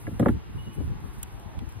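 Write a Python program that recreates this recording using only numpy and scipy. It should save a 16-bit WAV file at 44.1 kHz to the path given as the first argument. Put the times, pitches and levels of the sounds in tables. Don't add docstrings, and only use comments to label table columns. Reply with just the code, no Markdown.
import sys
import numpy as np
from scipy import signal
from scipy.fft import rfft, irfft, next_fast_len
from scipy.io import wavfile
from scipy.ndimage import uniform_filter1d, map_coordinates

SR = 44100
rng = np.random.default_rng(int(sys.argv[2]) if len(sys.argv) > 2 else 0)


def unload_wav(signal):
    wavfile.write(
        sys.argv[1],
        SR,
        np.round(np.clip(np.atleast_2d(signal).T, -1, 1) * 32767).astype(np.int16),
    )


def gain_from_decibels(decibels):
    exponent = np.asarray(decibels, float) / 20
    return 10 ** exponent


N = 79380
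TIME = np.arange(N) / SR


def unit(x):
    return x / np.sqrt(np.mean(x ** 2) + 1e-20)


def even(x, window_s):
    return x / np.sqrt(np.abs(uniform_filter1d(x ** 2, int(window_s * SR))) + 1e-6)


def along(points, hz):
    f, v = np.transpose(points)
    return np.interp(np.log(hz + 1), np.log(f + 1), v)


def closed(points, hz):
    low_end, high_end = (points[0][0] / 2, -90), (points[-1][0] * 2, -90)
    return gain_from_decibels(along([low_end, *points, high_end], hz))


def curves(rows):
    s, *columns = np.transpose(rows)
    return [np.interp(TIME, s, column) for column in columns]


def wobble(rate):
    return map_coordinates(rng.standard_normal(400), [TIME * rate])


def bell(middle_s, half_s):
    return np.exp(-((TIME - middle_s) / half_s) ** 2)


def filtered(x, response):
    m = next_fast_len(N + SR // 2)
    return irfft(rfft(x, m) * response(np.fft.rfftfreq(m, 1 / SR)), m)[..., :N]


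def rush(spectrum, alike, patchy_db):
    z = signal.stft(rng.standard_normal((2, N)), nperseg=512)[2]
    field = uniform_filter1d(rng.standard_normal(z.shape[1:]), size=6, axis=0)
    field = uniform_filter1d(field, size=12, axis=1)
    pair = signal.istft(z * gain_from_decibels(patchy_db * unit(field)), nperseg=512)[1][:, :N]

    def response(hz):
        angle = np.arccos(np.clip(along(alike, hz), -1, 1)) / 2
        return closed(spectrum, hz) * [np.cos(angle), np.sin(angle)]

    mid, side = filtered(pair, response)
    return unit(np.array([mid + side, mid - side]))


# frequency in Hz, level in dB per Hz.
TOWN_SPECTRUM = [(300, 4.5), (600, -9.5), (850, -2), (1400, -8), (2300, -13), (3100, -15.5), (4500, -22),
                 (6200, -34)]
# frequency in Hz, left-right likeness from -1 to 1.
TOWN_COHERENCE = [(300, 0.31), (900, 0.077), (1500, 0.037), (4000, 0.095)]
# frequency in Hz, level in dB per Hz.
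AIR_SPECTRUM = [(3000, -7), (5500, 7), (8000, 0), (11000, -3.5), (14000, -7.5), (15600, -14),
                (16000, -35.5)]
# frequency in Hz, level in dB per Hz.
VEHICLE_SPECTRUM = [(450, -3.5), (850, 3), (1150, -14)]


def distance():
    drift_db = .5
    town = gain_from_decibels(-51.5 + drift_db * wobble(5.6)) * rush(TOWN_SPECTRUM, TOWN_COHERENCE, patchy_db=.7)
    air = gain_from_decibels(-67 + drift_db * wobble(4.3)) * rush(AIR_SPECTRUM, [(100, 1)], patchy_db=1.2)
    swell = gain_from_decibels(-53.5) * bell(middle_s=1.48, half_s=0.18)
    return town + air + swell * rush(VEHICLE_SPECTRUM, TOWN_COHERENCE, patchy_db=1.0)


# time in seconds, pitch in Hz, level in dB.
WHISTLE_CURVE = [(.566, 2760, -73), (.58, 2840, -56.5), (.603, 2910, -53), (.645, 2930, -58.5),
                 (.67, 2903, -49.5), (.681, 2925, -51), (.688, 2997, -72.5), (.697, 2940, -57.5),
                 (.83, 2935, -68.5)]


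def bird():
    hz, db = curves(WHISTLE_CURVE)
    phase = 2 * np.pi * np.cumsum(hz + 4 * wobble(55.3) + 22 * wobble(170)) / SR
    apart = 1.16 + 1.5 * bell(middle_s=0.639, half_s=0.03)
    ended_db = -60 * (TIME > WHISTLE_CURVE[-1][0])
    flutter_db = 4.4 * np.array([wobble(76.3), wobble(88.3)])
    return gain_from_decibels(db + ended_db + flutter_db) * np.sin([phase, phase + apart])


# time in seconds, strength in dB.
WIND_STRENGTH = [(0, -42.5), (.15, -37.5), (.32, -33), (.45, -43), (.58, -36), (.74, -43), (.8, -47.5),
                 (.95, -37.5), (1.3, -44), (1.55, -41.5), (1.8, -42)]
# middle in seconds, half length in seconds, level in dB, left-right in dB.
EDDY_EVENTS = [(0.072, 0.021, -36, -2), (0.135, 0.012, -31.5, 6), (0.165, 0.021, -39, -6),
               (0.309, 0.023, -23.5, -3), (0.352, 0.03, -30, 0), (0.496, .015, -39.5, 0),
               (0.557, 0.0095, -32.5, -5), (0.587, 0.026, -38, 4.5), (0.679, 0.011, -36.5, 3),
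               (0.725, 0.01, -49, 7), (0.786, 0.016, -23.5, 9.5), (0.812, 0.011, -26, 17),
               (0.84, 0.026, -27, -1), (0.883, 0.017, -28, -4.5), (0.916, 0.016, -26.5, 3.5),
               (0.947, 0.025, -33.5, 14), (1.051, 0.016, -33, 12), (1.092, 0.011, -33, 27),
               (1.187, 0.013, -32, -5), (1.244, 0.027, -40, 15), (1.35, 0.043, -38, 19),
               (1.468, .012, -32, 16), (1.577, 0.012, -26.5, -10.5), (1.624, 0.019, -28.5, 13),
               (1.677, 0.0093, -30.5, 40), (1.771, 0.011, -33.5, 24)]
# frequency in Hz, level in dB per Hz.
RUMBLE_SPECTRUM = [(20, -34.5), (40, 4), (70, 5.5), (130, -1), (250, -13), (400, -25.5), (700, -42),
                   (1200, -41.5)]
# frequency in Hz, level in dB per Hz.
EDGE_SPECTRUM = [(120, -5), (250, 4.5), (400, -1), (700, -27.5)]


def wind():
    ports_alike = [(100, -0.49)]
    strength_db, = curves(WIND_STRENGTH)
    lumps_db = 1 * np.array([wobble(25.06), wobble(21)])
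    flow = gain_from_decibels(0.5 + strength_db + lumps_db)
    ports = np.array([[.5], [-.5]])
    for s, half_s, db, pan_db in EDDY_EVENTS:
        flow = flow + gain_from_decibels(db - abs(pan_db) / 2 + ports * pan_db) * bell(s, half_s)
    rumble = even(rush(RUMBLE_SPECTRUM, ports_alike, patchy_db=2.5), window_s=0.0433)
    edges = even(rush(EDGE_SPECTRUM, ports_alike, patchy_db=4.5), window_s=0.029)
    edge_level = gain_from_decibels(-44) * (flow / gain_from_decibels(-28)) ** 1.74
    return flow * rumble + edge_level * edges


# start in seconds, peak in dB, length in ms,
# knock of the card under it in dB.
NAIL_TICKS = [
    (1.2307, -22.5, 1.42, -39.5),
    (1.2295, -32.5, 2.1, -50.5),
    (1.2325, -29, 3.2, -43.5),
    (1.2355, -38, 1.3, -49),
]
# frequency in Hz, level in dB per Hz.
TICK_SPECTRUM = [(4000, -19), (5500, -13), (7000, 8), (11000, -4.5), (15500, -1), (17000, -20)]
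# start in seconds, peak in dB, length in ms, knock in dB.
TIP_PICKS = [(1.004, -51.5, 3.8, -64.5), (1.183, -58, 8.9, -70), (1.3235, -55, 2.5, -60),
             (1.3977, -50, 6.7, -62), (1.5893, -47.5, 2.5, -45), (1.592, -51, 2.7, -41.5),
             (1.6585, -59, 2.2, -65), (1.6903, -48.5, 6.7, -56), (1.696, -53, 5, -61),
             (1.7235, -45, 2.2, -47)]
# frequency in Hz, level in dB per Hz.
PICK_SPECTRUM = [(3500, -6), (5500, -1), (8500, 4), (12000, -1), (15300, -4), (15900, -37)]
# frequency in Hz, level in dB per Hz.
CARD_SPECTRUM = [(700, -3), (1300, -1), (2200, -3), (3300, 2.5), (4500, -9.5), (6000, -10.5)]
# middle in seconds, half length in seconds, level in dB.
SKIN_SLIDES = [(.0, 0.036, -63), (0.081, 0.17, -62.5), (0.283, 0.052, -61), (0.619, 0.12, -66),
               (0.749, 0.018, -58.5), (0.839, 0.059, -65), (1.066, 0.045, -69.5), (1.148, 0.015, -63),
               (1.192, 0.0085, -63), (1.278, 0.27, -67), (1.733, 0.09, -69.5)]
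# frequency in Hz, level in dB per Hz.
SKIN_SPECTRUM = [(4000, -18), (7000, -7), (9500, -2), (12000, -7.5), (15500, -12.5), (16000, -39)]


def burst(start_s, length_ms):
    ms = (TIME - start_s) * 1000
    return gain_from_decibels(-20 * np.abs(ms) / np.where(ms > 0, length_ms, 0.21))


def snaps(rows, spectrum, noise):
    envelope = sum(gain_from_decibels(db) * burst(s, length_ms) for s, db, length_ms, _ in rows)
    return filtered(envelope * noise, lambda f: closed(spectrum, f))


def fingers():
    noise = rng.standard_normal(N) + gain_from_decibels(-7) * rng.standard_normal((2, N))
    picking = snaps(NAIL_TICKS, TICK_SPECTRUM, noise) + snaps(TIP_PICKS, PICK_SPECTRUM, noise)
    blows = sum(gain_from_decibels(db) * burst(s, 2.2 * length_ms) for s, _, length_ms, db in NAIL_TICKS + TIP_PICKS)
    knocks = 2 * filtered(blows * rng.standard_normal((2, N)), lambda f: closed(CARD_SPECTRUM, f))
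    strokes = sum(gain_from_decibels(db) * bell(s, half_s) for s, half_s, db in SKIN_SLIDES)
    grain = rng.standard_normal(N) * gain_from_decibels(7.2 * uniform_filter1d(rng.standard_normal(N), size=30))
    sliding = strokes * unit(filtered(grain, lambda f: closed(SKIN_SPECTRUM, f)))
    return picking + knocks + sliding


# start in seconds, thud in dB,
# most excited pitch in Hz, crack in dB, left-right in dB.
BOX_LANDINGS = [(0.0681, -32.5, 2120, -61.5, 1.5), (.072, -38.5, 1400, -70, -1),
                (0.0766, -26.5, 283, -63.5, 2.5), (0.0837, -29.5, 270, -71, 0.5), (.112, -40, 330, -79, 7),
                (0.1955, -27, 700, -39.5, -3), (.1975, -32.5, 1900, -40, -0.5),
                (0.1992, -12.5, 322, -47, 1.5), (0.208, -16.5, 139, -68, 1.5),
                (0.2198, -19, 200, -67.5, 3.5), (0.2253, -17.5, 279, -65.5, 2.5),
                (0.229, -30.5, 1300, -64, -0.5), (.2325, -20, 198, -66, 2.5), (.251, -22.5, 203, -69, 3),
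                (0.2579, -23, 1140, -60, -1.5), (.26, -18.5, 750, -57, 0.5), (0.2622, -8.5, 326, -56.5, 1),
                (0.2743, -23.5, 245, -70, 1), (0.2844, -24.5, 1290, -43, -3),
                (.288, -27, 1100, -52.5, -0.5), (0.2913, -13.5, 187, -56, 1.5), (.303, -22.5, 150, -65, 0),
                (.8045, -32, 350, -80.5, 4)]
# frequency in Hz, level in dB, 60 dB decay time in seconds.
BOX_MODES = [(124.3, 5, 0.092), (212, -1.5, 0.09), (234, -2.5, 0.098), (291.6, 1, 0.059),
             (378.6, -4.5, 0.057), (499, -3.5, 0.051), (554, -2, 0.048), (655, -7.5, 0.062),
             (864.6, -8, 0.053), (1195, -3.5, 0.027), (1400, -8.5, 0.035), (1634, -5.5, 0.033),
             (1943, -8.5, 0.021), (2365, -12, 0.016)]
FLAT_TIMES = [
    .094,
    .241,
    .311,
    .84,
]
# frequency in Hz, level in dB per Hz.
CRACK_SPECTRUM = [(1000, 3), (2300, -9), (3600, -1), (4600, -10.5), (8000, -6), (12000, -8.5),
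                  (15600, -20.5), (16000, -45)]


def panel_modes(start_s, pitch_hz, t, chance):
    hz, level_db, t60 = np.transpose(BOX_MODES)[:, :, None]
    spread_oct, rise_cycles, choked_t60 = 0.79, 0.3, 0.031
    push = np.exp(-.5 * (np.log2(hz / pitch_hz) / spread_oct) ** 2)
    modes = push * gain_from_decibels(level_db + 1.5 * chance - 60 * t / t60)
    flat_s = min(end for end in FLAT_TIMES if end > start_s) - start_s
    modes = modes * gain_from_decibels(-60 * np.clip(t - flat_s, 0, None) / choked_t60)
    rattle = unit(uniform_filter1d(rng.standard_normal(modes.shape), size=120))
    modes = modes * (1 + .9 * np.clip(hz / 1000, 0, 1) ** 2 * rattle)
    return modes * (1 - np.exp(-t * hz / rise_cycles)) ** 2


def box():
    ring, crack = np.zeros((2, N + SR)), np.zeros((2, N + SR))
    t = np.arange(SR // 8) / SR
    hz = np.transpose(BOX_MODES)[0][:, None]
    crack_decay = gain_from_decibels(-60 * t / 0.019) + gain_from_decibels(-11 - 60 * t / 0.12)
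    for s, thud_db, pitch_hz, crack_db, pan_db in BOX_LANDINGS:
        level, pan, start, detune, port = rng.standard_normal((5, len(BOX_MODES), 1))
        noise = rng.standard_normal(len(t))
        modes = panel_modes(s, pitch_hz, t, level)
        phase = 2 * np.pi * hz * (1 + .015 * detune * hz / 1000) * t + .25 * start
        here = slice(round(s * SR), round(s * SR) + len(t))
        for ear, sign in enumerate((.5, -.5)):
            port_phase = sign * 1.16 * port * hz / 1000
            tones = gain_from_decibels(sign * 3 * pan) * modes * np.sin(phase + port_phase)
            ring[ear, here] += gain_from_decibels(thud_db + sign * pan_db) * tones.sum(0)
            crack[ear, here] += gain_from_decibels(crack_db + sign * pan_db) * crack_decay * noise
    ringing = filtered(ring[:, :N], lambda f: 1 / (1 + (f / 3000) ** 8))
    return ringing + 2 * filtered(crack[:, :N], lambda f: closed(CRACK_SPECTRUM, f))


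def scene():
    return distance() + bird() + wind() + fingers() + box()


TOP_HZ = 16650


def keep_stronger(hz, z):
    from_hz, bins = 4400, 16
    pair = np.array([z[0] + z[1], z[0] - z[1]]) / 2
    band = np.arange(len(hz)) // bins
    centre = band * bins + bins // 2 * (hz < TOP_HZ)
    power = uniform_filter1d(np.abs(pair) ** 2, size=bins, axis=1)[:, centre]
    power = uniform_filter1d(power, size=3, axis=2)
    jitter = unit(uniform_filter1d(rng.standard_normal(z.shape[1:]), size=3, axis=1))
    limit_db = -9 + 2.5 * jitter[band]
    kept = (power > gain_from_decibels(2 * limit_db) * power[::-1]) | (hz < from_hz)[:, None]
    mid, side = pair * kept
    return np.array([mid + side, mid - side])


def expand_spectrum(x):
    hz, _, z = signal.stft(x, SR, nperseg=2048, noverlap=1536)
    power = (np.abs(z) ** 2).sum(0)
    ratio = power / (np.abs(uniform_filter1d(power, size=9, axis=0)) + 1e-16)
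    exponent = .6 / 2 * (hz > 600)
    z = keep_stronger(hz, z * ratio ** exponent[:, None])
    return signal.istft(z, SR, nperseg=2048, noverlap=1536)[1][:, :N]


# frequency in Hz, lag of the left in radians.
TREBLE_LAG = [(7400, np.pi), (8000, 4.04), (9500, 4.57), (10800, 2 * np.pi)]


def treble_turn(f):
    high = 1 / (1 + np.exp(-np.log((f + 1) / 4400) / .04))
    return 1 - high + high * np.exp(1j * along(TREBLE_LAG, f) * [[-.5], [.5]])


def phone_band(f):
    return (1j * f / (33.7 + 1j * f)) ** 2 / (1 + np.exp((f - TOP_HZ) / 40))


def roll_off(x):
    return signal.sosfilt(signal.butter(12, 16980, fs=SR, output="sos"), x)


def record(dry):
    x = filtered(dry, treble_turn)
    x = filtered(x, phone_band)
    return roll_off(expand_spectrum(x))


dry = scene()
out = record(dry)
unload_wav(out)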